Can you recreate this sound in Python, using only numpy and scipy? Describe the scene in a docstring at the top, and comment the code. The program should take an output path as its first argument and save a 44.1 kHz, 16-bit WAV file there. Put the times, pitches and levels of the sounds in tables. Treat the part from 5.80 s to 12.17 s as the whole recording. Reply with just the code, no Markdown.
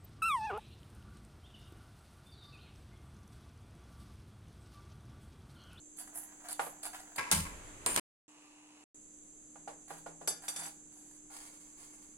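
"""Stirring flour, boiling water.

A steel spoon grinds and knocks through flour in a steel bowl. A spark lighter snaps, a gas ring
catches and bubbles burst in a pot. The spoon digs again, clinks to rest on the bowl's wall, and hot
water fizzes in. A fan hum and a thin hiss run underneath; two near-silent gaps set off the boiling."""
import sys
import numpy as np
from scipy import signal
from scipy.fft import rfft, irfft
from scipy.io import wavfile
from scipy.ndimage import map_coordinates

SR = 44100
rng = np.random.default_rng(int(sys.argv[2]) if len(sys.argv) > 2 else 0)


def master_out(mix):
    """Clip the mix to full scale and print it as 16-bit PCM to the path in sys.argv[1]."""
    frames = np.transpose(np.atleast_2d(mix))
    ceiling = np.clip(frames, -1, 1)
    pcm = np.round(ceiling * 32767).astype(np.int16)
    wavfile.write(sys.argv[1], SR, pcm)


N = 280917
T = np.arange(N) / SR
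AGE = T[:SR // 2]  # time since a blow, s

# audible spans (stirring and lighting, boiling, digging and pouring): start/s, end/s
SPANS = [(0, 2.199), (2.48, 3.041), (3.145, 6.4)]


def amp(db):
    """Decibels to gain."""
    return 10 ** (np.asarray(db) / 20)


def unit(x):
    """Scale to rms 1."""
    return x / np.sqrt(np.mean(x ** 2))


def pan(db):
    """Channel gains for a left-minus-right level."""
    return amp(np.array([[db], [-db]]) / 2)


def fade(t60_s):
    """Exponential decay of a blow."""
    return np.exp(-np.log(1000) * AGE / max(t60_s, .002))


def gate(start_s, end_s, edge_s=0.0022):
    """One between two times, with linear ramps."""
    return np.clip((T - start_s) / edge_s, 0, 1) * np.clip((end_s - T) / edge_s, 0, 1)


def add(out, s, x):
    """Mix a sound in at a time."""
    i = int(s * SR)
    out[:, i:i + x.shape[1]] += x[:, :N - i]


def walk(rate_hz):
    """Random drift with a spread near 1."""
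    knots = rng.standard_normal(int(rate_hz * T[-1]) + 2)
    return np.interp(T * rate_hz, np.arange(len(knots)), knots)


def colour(x, spectrum, corner_hz=np.inf):
    """Shape by a spectrum and a low-pass; rms 1. Long waves reach both channels nearly alike."""
    f = np.fft.rfftfreq(x.shape[1], 1 / SR) + 1
    hz, db = np.transpose(sorted(spectrum))
    left, right = rfft(x)
    width = np.minimum(0.2 + (f / 850) ** 2, 1)
    mid, side = left + right, (left - right) * width
    gain = amp(np.interp(np.log(f), np.log(hz), db))
    gain /= np.sqrt((1 + (f / corner_hz) ** 4) * (1 + width ** 2))
    gain *= np.minimum(f / hz[0], 1) ** 2
    return unit(irfft(np.array([mid + side, mid - side]) * gain, x.shape[1]))


def noise(spectrum, size=N, corner_hz=np.inf):
    """Coloured stereo noise."""
    return colour(rng.standard_normal((2, size)), spectrum, corner_hz)


def grains(per_s, spread_db):
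    """Random clicks of uneven size, slightly earlier on the right."""
    clicks = (rng.random(N) < per_s / SR) * rng.standard_normal(N)
    clicks *= amp(spread_db * np.minimum(rng.exponential(size=N), 4))
    return np.array([clicks, np.roll(clicks, -5)])


def wander(x, share, rate_hz):
    """Let all frequencies drift together."""
    position = np.cumsum(1 + share * walk(rate_hz))
    return np.array([map_coordinates(side, [position], mode="mirror") for side in x])


def reflect(x, wet_db, t60_s=1.0):
    """Direct sound plus dense reflections from vessel and tiled walls."""
    tail = rng.standard_normal((2, len(AGE))) * fade(t60_s)
    tail *= amp(wet_db) / np.sqrt(np.sum(tail ** 2) / 2)
    return (x + signal.fftconvolve(x, tail, axes=1)[:, :N]) / np.hypot(1, amp(wet_db))


def resonate(x, modes, width_hz):
    """Filter through modes broadened by touch, at unchanged level."""
    f = np.fft.rfftfreq(x.shape[1], 1 / SR)
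    response = sum(amp(db) / np.square(1 + 2j * (f - hz) / width_hz) for hz, db in modes)
    return unit(irfft(rfft(x) * response, x.shape[1])) * np.std(x)


def ring(modes, t60_s, corner_hz=np.inf, uneven_db=3.5, loss_hz_s=np.inf):
    """Decaying modes, weighted anew by each contact; a soft one barely excites the high modes."""
    out = 0
    for hz, db in modes:
        phase = 2 * np.pi * rng.random() + min(hz / 2500, 1) * rng.standard_normal((2, 1))
        gain = amp(db + uneven_db * rng.standard_normal((2, 1))) / np.hypot(1, (hz / corner_hz) ** 4)
        beat = np.cos(2 * np.pi * (rng.random() * hz / 500) * AGE)  # close mode pairs
        out = out + gain * beat * np.sin(2 * np.pi * hz * AGE + phase) * fade(loss_hz_s / hz)
    return unit(out) * fade(t60_s) * (1 - fade(0.0038))


def blow(spectrum, contact_t60_s, tail_db, tail_t60_s, corner_hz=np.inf):
    """The crack of contact, then a wash of crowded modes and reflections."""
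    decay = fade(contact_t60_s) + amp(tail_db) * fade(tail_t60_s)
    return noise(spectrum, len(AGE), corner_hz) * decay * (1 - fade(0.002))


def rattle(x, depth_db=2.8, rate_hz=300):
    """Loose steel makes and breaks contact, chopping a blow."""
    return x * unit(amp(depth_db * walk(rate_hz)))[:len(AGE)]


def fan(hum_hz=300.3):
    """A fan hums on one slightly wavering note."""
    phase = 2 * np.pi * np.cumsum(hum_hz + 0.67 * walk(14)) / SR
    return np.sin(phase) * amp(-62 + 0.99 * walk(8.2))


# room air and hiss spectra: f/Hz, level/dB
AIR = [(20, 12.5), (55, -4), (110, -5.5), (190, 2), (330, 0.5), (600, -7.5), (1200, -13), (5500, -20.5),
       (15000, -34)]
HISS = [(5780, -50), (6050, -7.5), (6400, 1), (6750, -7), (7250, 3), (7700, 0.5), (8600, -18.5), (9800, -7),
        (11600, -42)]


def room():
    """Soft air and a thin hiss, both weaker during the boiling."""
    boiling = gate(*SPANS[1])
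    air = noise(AIR) * amp(-65.5 - 15 * boiling)
    hiss = noise(HISS) * amp(-57 - 8.2 * boiling) * pan(-3)
    return air + hiss


# flame spectrum, modes of the air round the pot: f/Hz, level/dB
FLAME = [(25, 1), (160, -16), (450, -19), (2200, -23.5), (5500, -36.5), (9500, -30.5), (15000, -52)]
POT_AIR_MODES = [(82, 1), (165.5, 2), (192, 3)]
# ignition puffs: t/s, level/dB
PUFFS = [(1.526, -34.5), (1.564, -31.5), (1.607, -37)]


def burner():
    """Gas catches with low puffs and a flare, then the flame flutters on."""
    lit_s = PUFFS[0][0]
    flare_db = 4 * np.exp(-np.abs(T - lit_s) / 0.24)
    out = noise(FLAME) * amp(-52.5 + flare_db + walk(26)) * gate(lit_s, SPANS[0][1], edge_s=0.023)
    for s, db in PUFFS:
        add(out, s, amp(db) * ring(POT_AIR_MODES, 0.26, uneven_db=0.5) * (1 - fade(0.035)))
    return out


# bubble spectrum: f/Hz, level/dB
BOIL = [(170, -4), (600, -5), (950, 3), (1400, -7), (2350, -6), (2780, 2), (3200, -10), (9800, -13),
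        (14000, -36)]


def boil():
    """Small bubbles burst in the pot, with a few sharp ticks."""
    bubbles = colour(grains(per_s=2200, spread_db=2.2), BOIL)
    ticks = amp(-16) * colour(grains(per_s=70, spread_db=2), CRACK)
    return reflect(bubbles + ticks, wet_db=0) * amp(-63) * gate(*SPANS[1])


# fizz spectrum: f/Hz, level/dB
FIZZ = [(450, -12), (820, 0), (1100, -4), (3300, -9), (4950, -7), (5600, -13), (7500, -1), (10000, 1),
        (11500, -10), (15500, -20)]
# gushes: t/s, level/dB, rise/s
GUSHES = [(5.5, -52, 0.0015), (5.97, -59.5, 0.017)]


def pour(hold_s=0.057, fall_db_per_s=36):
    """Water slaps the dry bowl and fizzes over the hot rim into the flour in dwindling gushes."""
    flow = 0
    for s, db, rise_s in GUSHES:
        falling_s = np.maximum(T - s - rise_s - hold_s, 0)
        flow = flow + np.clip((T - s) / rise_s, 0, 1) * amp(db - fall_db_per_s * falling_s)
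    flow *= amp(2 * walk(45))  # the stream wobbles
    fizz = colour(grains(per_s=1500, spread_db=2.6), FIZZ)
    out = reflect(fizz * flow, wet_db=10, t60_s=0.1)
    slap = resonate(noise(BOWL_BODY, len(AGE)), BOWL_MODES, width_hz=120) * fade(0.5)
    add(out, GUSHES[0][0], amp(-56) * slap)
    return out * pan(-1.2)


# plunger and steel impact spectra, tube and spring modes: f/Hz, level/dB
RASP = [(70, -14), (620, -10), (1000, -5), (2500, -7), (3000, -18), (10000, -21.5), (15000, -41)]
CRACK = [(200, -10), (500, -11), (1000, -6), (2600, -8), (5700, -8), (8800, -1.5), (11200, -3),
         (12200, -10.5), (16000, -15.5)]
TUBE_MODES = [(880, -3), (982, 2), (1090, 0), (1340, -7), (1632, -1), (2050, -3), (2190, -4), (2345, -3),
              (2600, -5), (2971, -3), (4963, -3), (8965, 1)]
SPRING_MODES = [(7300, -8), (8745, 0), (9400, -10), (15057, -17)]
# plunger squeezes, bumps on the stove: t/s, level/dB
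SQUEEZES = [(1.381, -37), (1.475, -52), (1.652, -48.5)]
BUMPS = [(2.064, -36.5), (2.174, -34.5), (2.18, -38.5)]
# clicks (one hammer snap, then release and clatter): t/s, level/dB, tail/dB, tail t60/s, corner/Hz
LIGHTER_CLICKS = [(1.514, -14.5, -11, 0.36, 13800), (2.062, -20, -18, 1, 20000),
                  (2.162, -24, -12, 0.26, 11900), (2.1744, -20.5, -19, 0.15, 10030)]


def lighter(release_s=2.063, release_db=-36.5):
    """Plunger grind and one hammer snap; on release the spring sings, steel clatters and bumps the stove."""
    out = np.zeros((2, N))
    for s, db in SQUEEZES:
        rasp = rattle(blow(RASP, 0.14, -0.78, 0.63))
        grind = amp(-1) * rasp + amp(-3) * resonate(rasp, TUBE_MODES, width_hz=100)
        add(out, s, amp(db) * grind * pan(0.76))
    for s, db, tail_db, tail_t60_s, corner_hz in LIGHTER_CLICKS:
        crack = rattle(blow(CRACK, 0.012, tail_db, tail_t60_s, corner_hz))
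        tube = amp(-12) * resonate(crack, TUBE_MODES, width_hz=60) + amp(-24) * ring(TUBE_MODES, 0.35)
        shimmer = amp(-19) * noise(GRIT, len(AGE)) * fade(0.34)
        add(out, s, amp(db) * (crack + tube + shimmer))
    buzz = rattle(resonate(blow(CRACK, .4, -6, .8), SPRING_MODES, width_hz=300))
    spring = amp(-3) * ring(SPRING_MODES, .9) + buzz
    add(out, release_s, amp(release_db) * spring)
    stove_spectrum = [(60, -46), (170, 6), (1000, 1.0), (3000, -0.5), (6000, -47.5)]
    for s, db in BUMPS:
        add(out, s, amp(db) * blow(stove_spectrum, 0.03, -2.5, 0.67))
    return out * gate(*SPANS[0])


# spectra of grit on steel and of the bowl's body: f/Hz, level/dB
GRIT = [(3100, -9.5), (4550, -1.5), (5700, -15), (7000, -4.5), (8400, 3.5), (9700, 5.5), (11500, -4),
        (12600, -3), (15500, -29.5)]
BOWL_BODY = [(480, -17.5), (790, 1), (1150, -9.5), (1550, -4), (2300, -13), (6000, -22)]
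# strokes along the wall: t/s, length/s, grit/dB, body/dB
STROKES = [(0.166, 0.049, -46.5, -61), (0.269, 0.011, -57, -54), (0.349, 0.048, -35.5, -55.5),
           (0.404, 0.052, -46, -63.5), (0.639, 0.053, -62, -57), (0.684, 0.039, -42.5, -49.5),
           (0.808, 0.096, -47, -66), (1.027, 0.04, -40.5, -48.5), (1.125, 0.043, -50.5, -52.5),
           (1.192, 0.018, -51, -52), (1.354, 0.025, -47, -49), (4.076, 0.11, -57, -55.5),
           (4.616, 0.28, -54, -55), (5.113, 0.25, -64.5, -73)]


def stirring(edge_s=0.0078, light_edge_s=0.042, light_lead_s=0.014):
    """Flour catches and slips between spoon and wall: gritty treble over the bowl's body."""
    coarse, fine = 0, 0
    # flour rustles between strokes too
    body = amp(-65 + 2 * walk(4.4)) * gate(STROKES[0][0], SQUEEZES[0][0], edge_s=0.055)
    for s, length_s, grit_db, body_db in STROKES:
        light = np.clip((grit_db - body_db - 13) / 4, 0, 1)  # light strokes ease in, sound higher
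        pressure = gate(s - light_lead_s * light, s + length_s + edge_s, edge_s + light_edge_s * light)
        coarse = coarse + amp(grit_db) * pressure * np.sqrt(1 - light)
        fine = fine + amp(grit_db) * pressure * np.sqrt(light)
        body = body + amp(body_db) * pressure
    slips = amp(5 * np.tanh(walk(170)))
    fine_spectrum = [(1.14 * hz, db) for hz, db in GRIT[2:]]
    clicks = grains(per_s=1800, spread_db=2.2)
    grit = slips * (coarse * colour(clicks, GRIT) + fine * colour(clicks, fine_spectrum))
    steel = resonate(grit, STEEL_MODES, width_hz=320)  # damped by hand and flour
    scrape = (amp(-1) * grit + amp(-6) * steel) * pan(-4)
    hollow = colour(grains(per_s=1500, spread_db=2), BOWL_BODY)
    hollow = wander(hollow, share=.06, rate_hz=12)  # resonances shift as the spoon travels
    return reflect(scrape + body * slips * hollow, wet_db=0, t60_s=0.25)


# edge snags: t/s, level/dB
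SNAGS = [(.686, -38), (.7285, -34), (0.863, -45.5), (1.0305, -40.5), (1.3608, -36.5)]


def snags():
    """The spoon's edge snags on the wall and slips with a scratch."""
    out = np.zeros((2, N))
    for s, db in SNAGS:
        add(out, s, amp(db) * rattle(blow(GRIT, 0.018, -13, 0.14)))
    return out


def floor_boom(hz=163.3):
    """The bowl's floor booms at one slowly building note."""
    return ring([(hz, 0)], t60_s=0.62) * (1 - fade(0.22))


# thud spectrum, modes of the flour-laden bowl: f/Hz, level/dB
THUD = [(150, -32), (450, 0), (750, 1), (1300, -7), (3000, -10.5), (15000, -64)]
BOWL_MODES = [(480, -10), (700, -4), (805, 4), (885, -2), (1180, -4), (1432, -2), (1633, -9), (2370, -11)]
# knocks on the bowl's floor: t/s, level/dB, corner/Hz, boom/dB
KNOCKS = [(.794, -26, 2270, -31), (.864, -40, 1610, -18), (3.756, -48.5, 1770, -15.5),
          (3.875, -35.5, 1510, -25), (4.104, -37, 1530, -17), (4.26, -37, 1410, -15.5),
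          (4.41, -41, 1320, -11), (4.476, -35.5, 1240, -25.5)]


def knocks(boom, soft_corner_hz=1465):
    """The spoon crunches through cushioning flour and thuds on the floor, ringing the bowl."""
    out = np.zeros((2, N))
    for s, db, corner_hz, boom_db in KNOCKS:
        pitch = (corner_hz / soft_corner_hz) ** 0.64  # firmer is shorter and higher
        spectrum = [(pitch * hz, level_db) for hz, level_db in THUD]
        thud = blow(spectrum, .035 / pitch ** 2, -10, .33, corner_hz)
        bowl = amp(-14.5) * resonate(thud, BOWL_MODES, width_hz=54)
        bowl += amp(-2.5) * ring(BOWL_MODES, 0.057, corner_hz)
        crunch = amp(-15) * noise(FIZZ, len(AGE), corner_hz=7970) * fade(0.22)
        sink = 1 - fade(.028 * (soft_corner_hz / corner_hz) ** 4)  # deep flour yields first
        knock = sink * (amp(-0.5) * thud + bowl + crunch) + amp(boom_db) * boom
        add(out, s, amp(db) * knock * pan(-1.4))
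    return out


# modes of spoon and rim together: f/Hz, level/dB
STEEL_MODES = [(1690, -14), (3548, -4), (4671, 0), (4870, -14), (5175, -5), (5775, -3), (6085, -1),
               (6220, -3), (6480, -3), (6950, -7), (7397, 2), (7545, -3), (7955, 0), (8382, -5), (8865, 1),
               (9760, 2), (10090, -1), (10210, 0), (10620, -7), (10900, -5), (11520, -4), (12150, -12),
               (12600, -7), (13470, -8), (14300, -13)]
# bounces on the wall: t/s, level/dB
CLINKS = [(4.4745, -28.5), (4.6813, -33), (4.7605, -35.5), (4.792, -41), (4.83, -43), (4.856, -42)]


def clinks(boom, settle_db_per_bounce=2):
    """The spoon buzzes against bare steel and rings less with each bounce; high modes die first."""
    out = np.zeros((2, N))
    for bounce, (s, db) in enumerate(CLINKS):
        buzz = amp(-2) * resonate(rattle(blow(CRACK, .14, -10, .3)), STEEL_MODES, width_hz=120)
        spoon = amp(-16 - settle_db_per_bounce * bounce) * ring(STEEL_MODES, t60_s=0.9, loss_hz_s=2300)
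        bowl = amp(-29) * ring(BOWL_MODES, t60_s=0.79)
        crack = amp(-8) * rattle(blow(CRACK, .04, -8, .3, corner_hz=3800))
        add(out, s, amp(db) * (crack + buzz + spoon + bowl) * pan(-0.83) + amp(-61.5) * boom)
    return out


def scene():
    """Sum of all sources, stereo."""
    scraping = stirring() + snags()
    boom = floor_boom()
    spoon = scraping + knocks(boom) + clinks(boom)
    return spoon + lighter() + burner() + boil() + pour() + fan() + room()


def record(dry, gap_db=-60, top_hz=16000):
    """Near silence between the spans, then a steep low-pass."""
    audible = sum(gate(start_s, end_s, edge_s=.001) for start_s, end_s in SPANS)
    lowpass = signal.ellip(8, .2, 80, top_hz, fs=SR, output="sos")
    return signal.sosfilt(lowpass, dry * np.maximum(audible, amp(gap_db)))


dry = scene()
out = record(dry)
master_out(out)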